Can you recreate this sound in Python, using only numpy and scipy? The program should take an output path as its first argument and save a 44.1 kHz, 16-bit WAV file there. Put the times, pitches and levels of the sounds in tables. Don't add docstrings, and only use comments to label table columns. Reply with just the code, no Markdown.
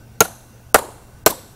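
import sys
import numpy as np
from scipy import signal
from scipy.io import wavfile
from scipy.ndimage import uniform_filter1d

SR = 44100
rng = np.random.default_rng(int(sys.argv[2]) if len(sys.argv) > 2 else 0)


def unload_audio(sound):
    columns = np.transpose(np.atleast_2d(sound))
    steps = np.round(np.clip(columns, -1, 1) * 32767)
    wavfile.write(sys.argv[1], SR, steps.astype(np.int16))


def how_loud(loudness_db):
    steps = np.asarray(loudness_db, float) / 20
    return 10 ** steps


N = 68355


def evened(x):
    return x / np.sqrt(np.mean(x ** 2) + 1e-20)


def read(points, hz):
    f, value = np.transpose(points)
    return np.interp(np.log(hz + 1), np.log(f + 1), value)


def add(mix, start_s, sound):
    part = mix[round(start_s * SR):][:len(sound)]
    part += sound[:len(part)]


def resonate(x, hz, width_hz):
    turn = np.exp(2j * np.pi * hz * np.arange(len(x)) / SR)
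    r = np.exp(-np.pi * width_hz / SR)
    return 2 * (turn * signal.lfilter([1 - r], [1, -r], x / turn)).real


def resonate_twice(x, hz, width_hz):
    return resonate(resonate(x, hz, width_hz), hz, width_hz)


# pitch_hz, width_hz, level_db
STEEL_MODES = [
    [(4090, 210, 2.5), (6406, 390, 13), (8300, 180, -13), (9860, 101, -24), (12200, 590, -2.5),
     (12700, 296, -31.5), (14450, 880, -41)],
    [(4160, 480, 2.5), (6000, 610, 0), (7270, 498, 12), (7450, 210, -2.5), (8450, 230, 2),
     (8900, 280, -25.5), (12700, 960, 5.5)],
    [(4316, 200, -7), (5630, 660, -1.5), (7345, 510, -1), (9210, 610, -22), (10200, 134, -18),
     (12824, 270, 3), (16020, 178, -1)],
]
CONTACT_S, CRACK_T60_S, CRACK_HISS_DB = 0.0018, 0.012, -1.5
SIZZLE_DB, SIZZLE_T60_S, CRACK_TOP_HZ = -19, 0.045, 14900


def crack(crack_db, modes):
    t = np.arange(4000) / SR
    grit, hiss = rng.standard_normal((2, 4000))
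    drive = grit * (np.exp(-t / CONTACT_S) + how_loud(SIZZLE_DB - 60 * t / SIZZLE_T60_S))
    ring = sum(how_loud(level_db) * resonate(drive, hz, width_hz) / np.sqrt(width_hz)
               for hz, width_hz, level_db in modes)
    snap = np.diff(hiss, prepend=0) * how_loud(CRACK_HISS_DB - 60 * t / CRACK_T60_S)
    snap += hiss * how_loud(-23 - 60 * t / 0.13)
    top = signal.butter(3, CRACK_TOP_HZ, fs=SR, output="sos")
    return how_loud(crack_db) * signal.sosfilt(top, ring / abs(ring).max() + snap / 2)


# pitch_hz, level_db, t60_s
LID_MODES = [
    [(109.6, -15, 0.058), (181.6, -10, 0.06), (318.6, -23, 0.12), (454.3, 2.5, 0.035), (587, -12.5, 0.034),
     (699, -12.5, 0.065), (832, 1.5, 0.014), (980, -15.5, 0.07), (1099, -9.5, 0.031), (1381, 3.5, 0.03),
     (1467, -15, 0.047), (1774, -20, 0.031), (2160, -18.5, 0.033)],
    [(76, -21, 0.096), (271, -14.5, 0.081), (442.3, 4.5, 0.018), (525, -1, 0.034), (641, 5.5, 0.026),
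     (768.6, -0.5, 0.035), (879.4, -3.5, 0.041), (1029, -4, 0.03), (1189.5, -5.5, 0.038), (1371, 1, 0.025),
     (1458, -9.5, 0.066), (1648, -11, 0.038), (1853, -10, 0.045), (2145, -14.5, 0.029)],
    [(184.5, -10.5, 0.0354), (315, -7.5, 0.039), (437, 6, 0.016), (632.5, 4, 0.027), (766, -10, 0.07),
     (837, -0.5, 0.022), (996, -4, 0.03), (1241, -3, 0.032), (1378, -7.5, 0.026), (1523, -8.5, 0.046),
     (1770, -17.5, 0.056), (2236, -10, 0.021), (63, -15.5, 0.085)],
]
BUCKLE_DB, BUCKLE_HZ, BUCKLE_WIDTH_HZ, BUCKLE_T60_S = -10.5, 1640, 2300, 0.048


def lid(lid_db, hold_s, rise_s, modes, detune=0, shorter=1):
    t = np.arange(6000) / SR
    late_s = (np.sqrt(t ** 2 + hold_s ** 2) - hold_s) / shorter
    shift = 1 + detune * rng.uniform(-0.81, 1, size=14)
    ring = np.zeros(6000)
    for k, (hz, level_db, t60_s) in enumerate(modes):
        ring += (-1) ** k * how_loud(level_db - 60 * late_s / t60_s) * np.sin(2 * np.pi * hz * shift[k] * t)
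    buckle = evened(resonate_twice(rng.standard_normal(6000), BUCKLE_HZ, BUCKLE_WIDTH_HZ))
    buckle *= how_loud(BUCKLE_DB - 60 * t / BUCKLE_T60_S / shorter)
    return (1 - np.exp(-t / rise_s)) * how_loud(lid_db) * (ring / 2 + buckle)


# from_hz, to_hz, climb_s, level_db, t60_s
DENT_NOTES = [
    (443, 615, .014, -5, 0.039),
    (470, 859, .016, -7, 0.0687),
    (419, 925, 0.01226, -6, 0.04),
]


def dent(from_hz, to_hz, climb_s, level_db, t60_s):
    t = np.arange(3000) / SR
    hz = from_hz + (to_hz - from_hz) * np.minimum(t / climb_s, 1)
    fade_db = -60 * t / t60_s - 60 * np.maximum(t - climb_s, 0) / 0.02
    rise = np.minimum(t / 0.0026, 1)
    return rise * how_loud(level_db + fade_db) * np.sin(2 * np.pi * np.cumsum(hz) / SR)


# delay_s, level_db re the blow
REBOUNDS = [
    [(.0095, -8.5), (.020, -26.5), (.046, -34)],
    [(.013, -7), (.029, -39), (.043, -26)],
    [(.009, -10.5), (.022, -39), (.043, -38)],
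]


def rebounds(mix, start_s, lid_db, modes, bounces):
    for delay_s, weaker_db in bounces:
        stroke = lid(lid_db + weaker_db, hold_s=0.0041, rise_s=0.0023, modes=modes, detune=0.06, shorter=0.51)
        add(mix, start_s + delay_s, stroke)


# start_s, level_db, pitch_hz, t60_s
RATTLES = [(0.2215, -16, 9650, 0.014), (.2513, -25, 11000, 0.0037), (0.757, -8, 7700, 0.0099),
           (0.761, -6, 8700, 0.005), (0.7884, -16, 11500, 0.0078), (1.2753, -11, 8100, 0.019),
           (1.279, -15, 8800, 0.0093), (1.3010, -16, 13600, 0.0074), (1.3063, -10.5, 12300, 0.0097),
           (.449, -40, 9000, 0.0066)]


def rattle(level_db, hz, t60_s):
    t = np.arange(1000) / SR
    tick = evened(resonate_twice(rng.standard_normal(1000), hz, 1900))
    return tick * np.minimum(t / 0.001, 1) * how_loud(level_db - 60 * t / t60_s)


# delay_s, spread_s, level_db over the wash
SLAPS = [
    (.047, 0.007, 8),
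    (0.0454, 0.0048, 10),
    (0.045, 0.0062, 9.5),
]
# pitch_hz, level_db per Hz
WASH_COLOURS = [
    [(120, -3), (250, -22), (700, -7.5), (1420, -17), (2140, -22), (5200, -26), (12000, -14), (15500, -32)],
    [(120, -22), (250, -6.5), (600, -2.5), (1300, -10), (2180, -20), (5910, -27), (11000, -17.5),
     (15500, -26.5)],
    [(120, -3.5), (300, -8), (600, -4), (1300, -10), (2760, -19.5), (6770, -18.5), (13700, -10.5),
     (15200, -29)],
]
WASH_DB = [-27.5, -23.5, -26]
# pitch_hz, t60_s
WASH_T60 = [(200, 0.52), (700, 0.33), (2000, 0.33), (6000, 0.41), (14000, 0.25)]
# pitch_hz, width_hz, lift_db
WASH_RINGS = [
    [(740, 350, 1.5), (1380, 500, 3), (4000, 540, 5.5), (6250, 810, 7.5), (10000, 1300, 1.5)],
    [(950, 540, 3), (2300, 406, 0.5), (4200, 400, 4), (7400, 1120, 5), (9320, 1100, 4.5)],
    [(520, 260, 1), (1020, 360, 2), (3960, 970, 5), (5700, 500, 4), (7800, 1000, 5.5)],
]
FAR_DB, FAR_SLOWER = -14.5, 3.54
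PATCH_DB, LOW_PATCH_DB, RING_LONGER_PER_DB = 1.13, 0.6, 0.025


def trees(wash_db, colour, slap, rings):
    hz = np.fft.rfftfreq(256, 1 / SR)[:, None]
    t = np.arange(640) * 64 / SR
    a, b, patches = rng.standard_normal((640, 129, 3)).T
    noise = a + 1j * b
    unit = signal.istft(noise, nperseg=256, noverlap=192)[1].std()
    patches = evened(uniform_filter1d(uniform_filter1d(patches, 6, 0), 6, 1))

    lift_db = sum(lift * np.exp(-2 * ((hz - f) / width_hz) ** 2) for f, width_hz, lift in rings)
    tone = how_loud(read(colour, hz) + lift_db)
    tone = tone / np.sqrt(np.mean(tone ** 2))

    fall_db = -60 * t / read(WASH_T60, hz) / (1 + RING_LONGER_PER_DB * lift_db)
    delay_s, spread_s, slap_db = slap
    bump_db = slap_db * np.exp(-0.5 * ((t - delay_s) / spread_s) ** 2)
    shape = how_loud(fall_db + bump_db) + how_loud(FAR_DB + fall_db / FAR_SLOWER)
    shape = shape * how_loud((PATCH_DB + LOW_PATCH_DB * (hz < 1600)) * patches)

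    wash = signal.istft(noise * tone * shape, nperseg=256, noverlap=192)[1] / unit
    wash = signal.sosfilt(signal.butter(2, 150, "high", fs=SR, output="sos"), wash)
    return how_loud(wash_db) * wash * np.minimum(np.arange(len(wash)) / SR / 0.0059, 1)


# start_s, level_db, pitch_hz, length_s
RETURNS = [(0.22, -19.5, 606, 0.0091), (.246, -27.5, 749, 0.02), (.25, -31.5, 1444, 0.013),
           (0.281, -36.5, 730, 0.013), (.30, -37.5, 680, 0.015), (0.332, -42, 740, 0.013),
           (0.773, -24, 1060, 0.0047), (.784, -25.5, 750, 0.01), (0.785, -29, 520, 0.017),
           (.794, -24, 980, 0.0084), (0.816, -31.5, 930, 0.026), (.822, -33.5, 470, 0.024),
           (0.861, -38.5, 562, 0.012), (0.932, -38, 505, 0.016), (1.276, -17.5, 440, 0.013),
           (1.301, -26.5, 315, .016), (1.304, -28, 1065, 0.014), (1.321, -23, 950, 0.011),
           (1.331, -34, 542, 0.027), (1.371, -39.5, 513, 0.026)]


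def comeback(level_db, hz, length_s):
    t = np.arange(2000) / SR
    blur = 1 + 0.56 * evened(resonate_twice(rng.standard_normal(2000) + 0j, 0, 250))
    lump = np.sin(np.pi * np.minimum(t / length_s, 1) ** 0.73)
    return how_loud(level_db) * blur * lump * np.sin(2 * np.pi * hz * t)


# pitch_hz, width_hz, level_db
DRONES = [(122, 33, -57.5), (226.3, 24, -58), (710, 210, -65), (1501, 132, -62.5), (2737, 92, -70),
          (5810, 260, -71.5)]
HUM_HZ, HUM_DB, HUM_WAVER_DB = 118.6, -46.5, -4


def far_machine():
    waver = evened(resonate(rng.standard_normal(N), 0, 6.4))
    out = how_loud(HUM_DB + HUM_WAVER_DB * waver) * np.sin(2 * np.pi * HUM_HZ * np.arange(N) / SR)
    for hz, width_hz, level_db in DRONES:
        out += how_loud(level_db) * evened(resonate_twice(rng.standard_normal(N), hz, width_hz))
    return out


# pitch_hz, level_db per Hz
AIR_COLOUR = [(12, -71.5), (20, -11.5), (86, -7), (120, -15.5), (150, -16), (388, -24), (472, -24),
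              (2750, -40), (16000, -42)]
AIR_DB = -46.5


def air():
    frames, hz = N // 512 + 6, np.fft.rfftfreq(2048, 1 / SR)
    a, b, patches = rng.standard_normal((frames, 1025, 3)).T
    patches = evened(uniform_filter1d(uniform_filter1d(patches, 20, 0), 5, 1))
    z = (a + 1j * b) * how_loud(read(AIR_COLOUR, hz)[:, None] + 1.6 * patches)
    return how_loud(AIR_DB) * evened(signal.istft(z, nperseg=2048, noverlap=1536)[1][:N])


# start_s, crack_db, lid_db, hold_s, rise_s
BLOWS = [
    (0.2053, 10, 4.5, 0.0052, 0.0021),
    (0.7438, 12.5, 5, 0.0079, 0.00067),
    (1.2619, 14, 3.5, 0.0061, 0.0017),
]


def scene():
    mix = air() + far_machine()
    for k, (start_s, crack_db, lid_db, hold_s, rise_s) in enumerate(BLOWS):
        add(mix, start_s, crack(crack_db, STEEL_MODES[k]))
        add(mix, start_s, lid(lid_db, hold_s, rise_s, LID_MODES[k]))
        add(mix, start_s, dent(*DENT_NOTES[k]))
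        rebounds(mix, start_s, lid_db, LID_MODES[k], REBOUNDS[k])
        add(mix, start_s, trees(WASH_DB[k], WASH_COLOURS[k], SLAPS[k], WASH_RINGS[k]))
    for start_s, *tick in RATTLES:
        add(mix, start_s, rattle(*tick))
    for start_s, *lump in RETURNS:
        add(mix, start_s, comeback(*lump))
    return mix[None]


# start_s, end_s, above_hz, depth 0-1
HUSHES = [(.728, .7395, 1500, 1), (1.240, 1.2545, 2200, 1), (.24, .39, 14500, .6), (.78, .95, 15200, .5),
          (1.37, 1.47, 14900, .9)]


def hush(x):
    t = np.arange(N) / SR
    for start_s, end_s, above_hz, depth in HUSHES:
        taps = signal.firwin(191, above_hz, window=("kaiser", 6), fs=SR)
        low = signal.oaconvolve(x, taps[None], "same")
        mute = depth * np.clip(np.minimum(t - start_s, end_s - t) / 0.002, 0, 1) ** 0.5
        x = x + mute * (low - x)
    return x


def low_pass(x):
    return signal.sosfilt(signal.butter(12, 16530, fs=SR, output="sos"), x)


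def record(dry):
    overloaded = np.clip(dry, -1.05, 1.05)
    edge = signal.ellip(12, 0.5, 70, 15740, fs=SR, output="sos")
    limited = np.clip(signal.sosfilt(edge, overloaded), -1, 1)
    return low_pass(hush(limited))


dry = scene()
out = record(dry)
unload_audio(out)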